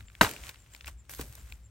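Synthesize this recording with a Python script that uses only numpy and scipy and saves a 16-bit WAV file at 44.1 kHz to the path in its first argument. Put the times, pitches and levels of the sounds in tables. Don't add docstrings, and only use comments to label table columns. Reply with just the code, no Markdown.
import sys
import numpy as np
from scipy import signal
from scipy.fft import rfft, irfft, next_fast_len
from scipy.io import wavfile

SR = 44100
rng = np.random.default_rng(int(sys.argv[2]) if len(sys.argv) > 2 else 0)


def store_wav(level_fs):
    pcm = np.round(np.clip(np.atleast_2d(level_fs), -1, 1) * 32767)
    wavfile.write(sys.argv[1], SR, pcm.T.astype(np.int16))


N = 74970


def amp(db):
    return 10 ** (np.asarray(db) / 20)


def unit(x):
    return x / np.sqrt(np.mean(x ** 2) + 1e-20)


def along(points, hz):
    point_hz, value = np.transpose(points)
    return np.interp(np.log(hz + 1), np.log(point_hz + 1), value)


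def curve(rows):
    return np.interp(np.arange(N) / SR, *np.transpose(rows))


def since(start_s):
    return np.maximum(np.arange(N) / SR - start_s, 0)


def fade(t, t60_s, rise_s):
    return np.exp(-np.log(1000) * t / t60_s) * (1 - np.exp(-t / rise_s))


def filtered(x, response):
    size = next_fast_len(N + SR // 4)
    hz = np.fft.rfftfreq(size, 1 / SR)
    return irfft(rfft(x, size) * response(hz), size)[..., :N]


# freq_hz, correlation
LIKENESS = [(300, .99), (700, .96), (2000, .7), (4000, .5), (8000, .3), (14000, .1)]


def noise(spectrum, grain_db=0):
    grains = amp(grain_db * np.repeat(rng.standard_normal(N // 20 + 1), 20)[:N])

    def mid_side_response(hz):
        angle = np.arccos(np.clip(along(LIKENESS, hz), -1, 1)) / 2
        return amp(along(spectrum, hz)) * [np.cos(angle), np.sin(angle)]

    mid, side = filtered(rng.standard_normal((2, N)) * grains, mid_side_response)
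    return unit(np.array([mid + side, mid - side]))


def ring(start_s, modes, rise_s):
    out, start = np.zeros(N), int(start_s * SR)
    t = since(start_s)[start:start + SR // 4]
    out[start:start + len(t)] = sum(
        amp(db) * fade(t, t60_s, rise_s) * np.sin(2 * np.pi * hz * t) for hz, db, t60_s in modes)
    return out


# time_s, level_db
WIND_LEVEL = [(0, -43), (.07, -44.5), (.13, -60.5), (.2, -54), (.27, -49.5), (.34, -68), (.39, -53.5),
              (.43, -44), (.52, -61.5), (.61, -55.5), (.67, -63), (.8, -58.5), (.87, -44.5), (.95, -48),
              (1.03, -56), (1.12, -58), (1.17, -46.5), (1.25, -44.5), (1.33, -59.5), (1.42, -43),
              (1.47, -49), (1.53, -44.5), (1.62, -51.5), (1.7, -58.5)]
# freq_hz, relative_db
RUMBLE_COLOUR = [(20, -26), (38, -20), (52, -1.5), (62, 1.5), (76, -10.5), (105, -20), (140, -32),
                 (250, -36), (600, -58.5), (2000, -94.5)]
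# freq_hz, relative_db
BUFFET_COLOUR = [(30, -39), (80, -12.5), (105, 1.5), (130, -13), (200, -22.5), (500, -46.5), (2000, -90)]
# freq_hz, relative_db
HISS_COLOUR = [(100, 8), (300, 3), (900, -3), (2200, -4), (4500, -11), (8000, -9), (15000, -28.5)]
BUFFET_DB, HISS_DB = -60, -69.5


def background():
    rumble = noise(RUMBLE_COLOUR) * amp(curve(WIND_LEVEL))
    return rumble + noise(BUFFET_COLOUR) * amp(BUFFET_DB) + noise(HISS_COLOUR) * amp(HISS_DB)


# time_s, level_db
RUSTLE_LEVEL = [(0, -57), (.04, -66.5), (.09, -70), (.13, -64.5), (.41, -56.5), (.44, -50.5), (.495, -46.5),
                (.525, -60.5), (.69, -67.5), (.75, -58), (.79, -62.5), (.85, -62.5), (.882, -41),
                (.91, -59.5), (.97, -74.5), (1.085, -73.5), (1.098, -48), (1.17, -55.5), (1.212, -43),
                (1.245, -55), (1.31, -61), (1.385, -55.5), (1.44, -61), (1.5, -58), (1.56, -65.5),
                (1.7, -81)]
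# freq_hz, relative_db
LEAF_COLOUR = [(150, -0.5), (400, -5.5), (900, -3.5), (1600, -1), (2600, -3), (4500, -7), (8000, -3),
               (12000, -11), (16000, -11)]
# freq_hz, relative_db
SCUFF_COLOUR = [(1000, -34), (4000, -5), (8000, -7), (12000, 0.5), (16000, -7)]
SCUFF_START_S, SCUFF_DB, SCUFF_T60_S = 1.094, -46.5, 0.97


def litter():
    scuff_fade = fade(since(SCUFF_START_S), SCUFF_T60_S, rise_s=0.0052)
    scuff = noise(SCUFF_COLOUR, grain_db=5) * amp(SCUFF_DB) * scuff_fade
    return noise(LEAF_COLOUR, grain_db=4.5) * amp(curve(RUSTLE_LEVEL)) + scuff


# start_s, level_db, pitch_hz, treble_db (tick relative to snap)
TWIG_SNAPS = [(.007, -36, 1930, -19.5), (0.084, -43.5, 2270, -32), (.1, -43, 1900, -22),
              (0.1518, -37, 2230, -13), (.2918, -31, 2470, 3.5), (0.3122, -32, 2535, 3.5),
              (0.3363, -36.5, 2320, 0), (0.364, -34.5, 2410, -12), (0.4367, -32, 2310, -17),
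              (.468, -36, 2620, -7), (.492, -30, 2500, -2.5), (0.496, -33, 2640, -9),
              (0.5442, -37.5, 2300, -17), (0.558, -42.5, 2150, -24.5), (0.6621, -44, 2117, -14.5),
              (.736, -42, 2970, -4.5), (0.7483, -32.5, 2380, -11.5), (0.763, -42, 4410, -18),
              (.809, -34, 2770, -36), (.845, -36.5, 2360, -29), (0.859, -44.5, 2270, 6),
              (0.871, -31, 2380, -11), (0.8782, -29.5, 2560, -6), (1.095, -33.5, 1684, -0.5),
              (1.1365, -35.5, 1740, 1.5), (1.1486, -41.5, 1980, 8), (1.2119, -32, 2780, 2.5),
              (1.3254, -55.5, 1500, 14), (1.3526, -57.5, 2470, 21), (1.523, -31.5, 2420, -12.5)]
# pitch_multiple, relative_db
TWIG_COLOUR = [(.3, -24.5), (.6, -6), (.95, 1.5), (1.3, -4), (2, -7.5), (3, -24.5), (6, -49)]
BODY_T60_S, TICK_T60_S = 0.0083, .012
PING_DB, PING_T60_S = -6, .011


def twigs():
    tick = noise([(200, -6), (1500, -5), (6000, 4.5), (15000, 2.5)])
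    out = np.zeros((2, N))
    for start_s, level_db, pitch_hz, treble_db in TWIG_SNAPS:
        t = since(start_s)
        colour = [(pitch_hz * ratio, db) for ratio, db in TWIG_COLOUR]
        body = noise(colour) * fade(t, BODY_T60_S, rise_s=0.00037)
        ping = ring(start_s, [(pitch_hz, PING_DB, PING_T60_S)], rise_s=0.00013)
        bright = tick * amp(treble_db) * fade(t, TICK_T60_S, rise_s=0.00027)
        out += amp(level_db) * (body + ping + bright)
    return out


# start_s, level_db (before CHIRP_GAIN_DB)
INSECT_CHIRPS = [(0.048, -61), (.58, -61), (.71, -58.5), (.845, -74), (.97, -62), (1.367, -62), (1.5, -62),
                 (1.625, -64.5)]
CHIRP_GAIN_DB, CHIRP_S = 2, 0.061
CHIRP_START_HZ, CHIRP_WIDTH_HZ, CHIRP_FALL_HZ_PER_S = 7520, 190, 4300


def insects():
    out = np.zeros((2, N))
    rasp = noise([(20, 0), (CHIRP_WIDTH_HZ, 0), (2 * CHIRP_WIDTH_HZ, -20), (2000, -80)])
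    for start_s, level_db in INSECT_CHIRPS:
        t = since(start_s)
        swell = np.sin(np.pi * np.minimum(t / CHIRP_S, 1)) ** 0.94
        cycles = CHIRP_START_HZ * t - CHIRP_FALL_HZ_PER_S * t * t / 2
        out += amp(level_db + CHIRP_GAIN_DB) * swell * rasp * np.sin(2 * np.pi * cycles)
    return out


# start_s, ring_db, crack_db, pitch_ratio, tilt_db_per_octave (about 1 kHz)
CHOP_BLOWS = [(0.2113, -7.5, -15, 1.023, 2), (.2143, -11.5, -25.5, .98, -3.5),
              (0.2267, -25, -29, 0.94, -3.5), (.2305, -22, -30.5, 0.84, 0.5), (.2465, -22, -39, 1.06, 3),
              (0.2582, -28.5, -38.5, 0.89, 0), (0.2655, -29, -37.5, 1.0, 1.5),
              (.275, -31.5, -46.5, 0.89, -3)]
# pitch_hz, relative_db, t60_s
BRANCH_MODES = [(185, -21, 0.055), (230, -16, 0.037), (298, -18.5, .09), (425.7, -19, .09),
                (673, -6.5, .03), (980, 2.5, 0.018), (1098, 0.5, 0.023), (1347, -3.5, .025),
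                (1483, 4.5, .018), (1821, -6.5, .03), (2040, -13.5, 0.055), (2723, -6.5, 0.021),
                (3740, -9.5, 0.023), (4270, -18, 0.039)]
# freq_hz, relative_db
CRACK_COLOUR = [(200, -11.5), (900, -6.5), (1600, -7), (2800, -2), (4000, -6.5), (5000, -10), (7000, -6),
                (12000, -15.5), (16000, -21.5)]
# freq_hz, relative_db
SPLINTER_COLOUR = [(80, -19), (200, -6.5), (500, -7), (1000, -9), (1500, -9.5), (2400, -13), (4000, -16),
                   (8500, -17), (12000, -20), (15500, -26.5)]
# pitch_hz, level_db, t60_s
BLADE_MODES = [(1520, -40, 0.24), (2297, -41.5, .3), (2545, -38.5, .25), (2950, -44.5, .2),
               (8876, -48.5, .2), (11515, -48, .2)]
# start_s, pitch_hz, level_db, t60_s
GROUND_THUMPS = [(0.2137, 185, -19, 0.046), (.226, 400, -22.5, 0.052), (.234, 105, -22.5, 0.098),
                 (.265, 75.7, -32.5, .09)]
CRACK_T60_S, CRACK_RISE_S = .018, .0008
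SPLINTER_DB, SPLINTER_T60_S, SPLINTER_RISE_S = -20.5, 0.21, 0.0026
BITE_S = CHOP_BLOWS[0][0]


def chop():
    splinter_fade = fade(since(BITE_S), SPLINTER_T60_S, SPLINTER_RISE_S)
    out = noise(SPLINTER_COLOUR, grain_db=4.5) * amp(SPLINTER_DB) * splinter_fade
    crack = noise(CRACK_COLOUR, grain_db=2)
    for start_s, ring_db, crack_db, pitch_ratio, tilt in CHOP_BLOWS:
        modes = [(hz * pitch_ratio, db + ring_db + tilt * np.log2(hz / 1000), t60_s)
                 for hz, db, t60_s in BRANCH_MODES]
        out += ring(start_s, modes, rise_s=.0005)
        out += crack * amp(crack_db) * fade(since(start_s), CRACK_T60_S, CRACK_RISE_S)
    blade = ring(BITE_S, BLADE_MODES, rise_s=.001)
    thumps = sum(ring(start_s, [mode], rise_s=.002) for start_s, *mode in GROUND_THUMPS)
    return out + blade + thumps


# freq_hz, t60_s
ECHO_DECAY = [(150, .4), (600, 0.52), (2500, 0.86), (7000, .65), (15000, .55)]
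# freq_hz, relative_db
ECHO_COLOUR = [(100, -3), (300, 6.5), (900, -3.5), (2500, -7.5), (4500, -8.5), (8000, -5), (15000, -16)]
ECHO_DB = -36


def trees():
    hz, t, bands = signal.stft(noise(ECHO_COLOUR), SR, nperseg=256)
    t60_s = along(ECHO_DECAY, hz)[:, None]
    bands = bands * fade(np.maximum(t - BITE_S, 0), t60_s, rise_s=.015)
    return amp(ECHO_DB) * signal.istft(bands, SR, nperseg=256)[1][:, :N]


# start_s, level_db, tilt_db_per_octave (about 1 kHz), low_cut_hz
BRANCH_KNOCKS = [(0.494, -43.5, 4, 498), (0.8805, -39.5, -1.5, 280), (.884, -44.5, -2, 280),
                 (1.1028, -51, 0, 300), (1.193, -35.5, -2, 120), (1.378, -51.5, -4, 400)]
# start_s, pitch_hz, level_db, t60_s (rows past the end are silent)
FOOT_THUMPS = [(1.1945, 443, -29, .03), (1.196, 259, -30, 0.03), (1.195, 137, -37.5, .07),
               (1.193, 830, -47, 0.11), (3.4, 71, -34, .17), (1.3, 123, -47, 0.13)]
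# start_s, level_db, t60_s
SOIL_SETTLES = [(0.269, -46.5, 0.55), (1.097, -56, 0.22), (1.203, -45, 0.28)]
# freq_hz, relative_db
SOIL_COLOUR = [(60, -7.5), (130, 3.5), (300, -5), (550, -6.5), (900, -15), (2500, -36)]


def knocks():
    out = sum(ring(start_s, [mode], rise_s=0.00052) for start_s, *mode in FOOT_THUMPS)
    for start_s, level_db, tilt, low_cut_hz in BRANCH_KNOCKS:
        modes = []
        for hz, db, t60_s in BRANCH_MODES:
            cut_db = 10 * np.log10(1 + (low_cut_hz / hz) ** 6)
            modes.append((hz, level_db + db + tilt * np.log2(hz / 1000) - cut_db, t60_s))
        out = out + ring(start_s, modes, rise_s=0.00081)
    settling = sum(amp(db) * fade(since(start_s), t60_s, rise_s=.006)
                   for start_s, db, t60_s in SOIL_SETTLES)
    return out + noise(SOIL_COLOUR) * settling


# freq_hz, left_lead_rad
LEFT_LEAD = [(400, 0), (700, -.35), (1100, -.85), (2000, -.95), (3000, 0), (4500, 1.0), (8000, .5),
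             (14000, 0)]
# freq_hz, left_minus_right_db
LEFT_BALANCE = [(60, 1), (500, 1), (1100, -3.5), (1700, 1), (2600, 7), (4000, 0), (8000, -.5)]


def scene():
    sides = np.array([[.5], [-.5]])

    def port_response(hz):
        return np.exp(1j * sides * along(LEFT_LEAD, hz)) * amp(sides * along(LEFT_BALANCE, hz))

    near = filtered(chop() + twigs() + knocks() + litter(), port_response)
    far = trees() + insects() + background()
    return near + far * amp(sides * 1.5)


# freq_hz, gain_db
PORT_TREBLE = [(8000, -0.5), (9200, 2.5), (9900, -11), (10500, -13), (11300, 5), (12700, -0.5),
               (13400, -15.5), (14100, 0.5), (14800, 1.5), (15700, 3)]
CLIP_TOP, TOP_HZ = 1, 16100


def record(dry):
    held = dry / (1 + (dry / CLIP_TOP) ** 6) ** (1 / 6)
    return filtered(held, lambda hz: amp(along(PORT_TREBLE, hz)) / (1 + (hz / TOP_HZ) ** 160))


dry = scene()
out = record(dry)
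store_wav(out)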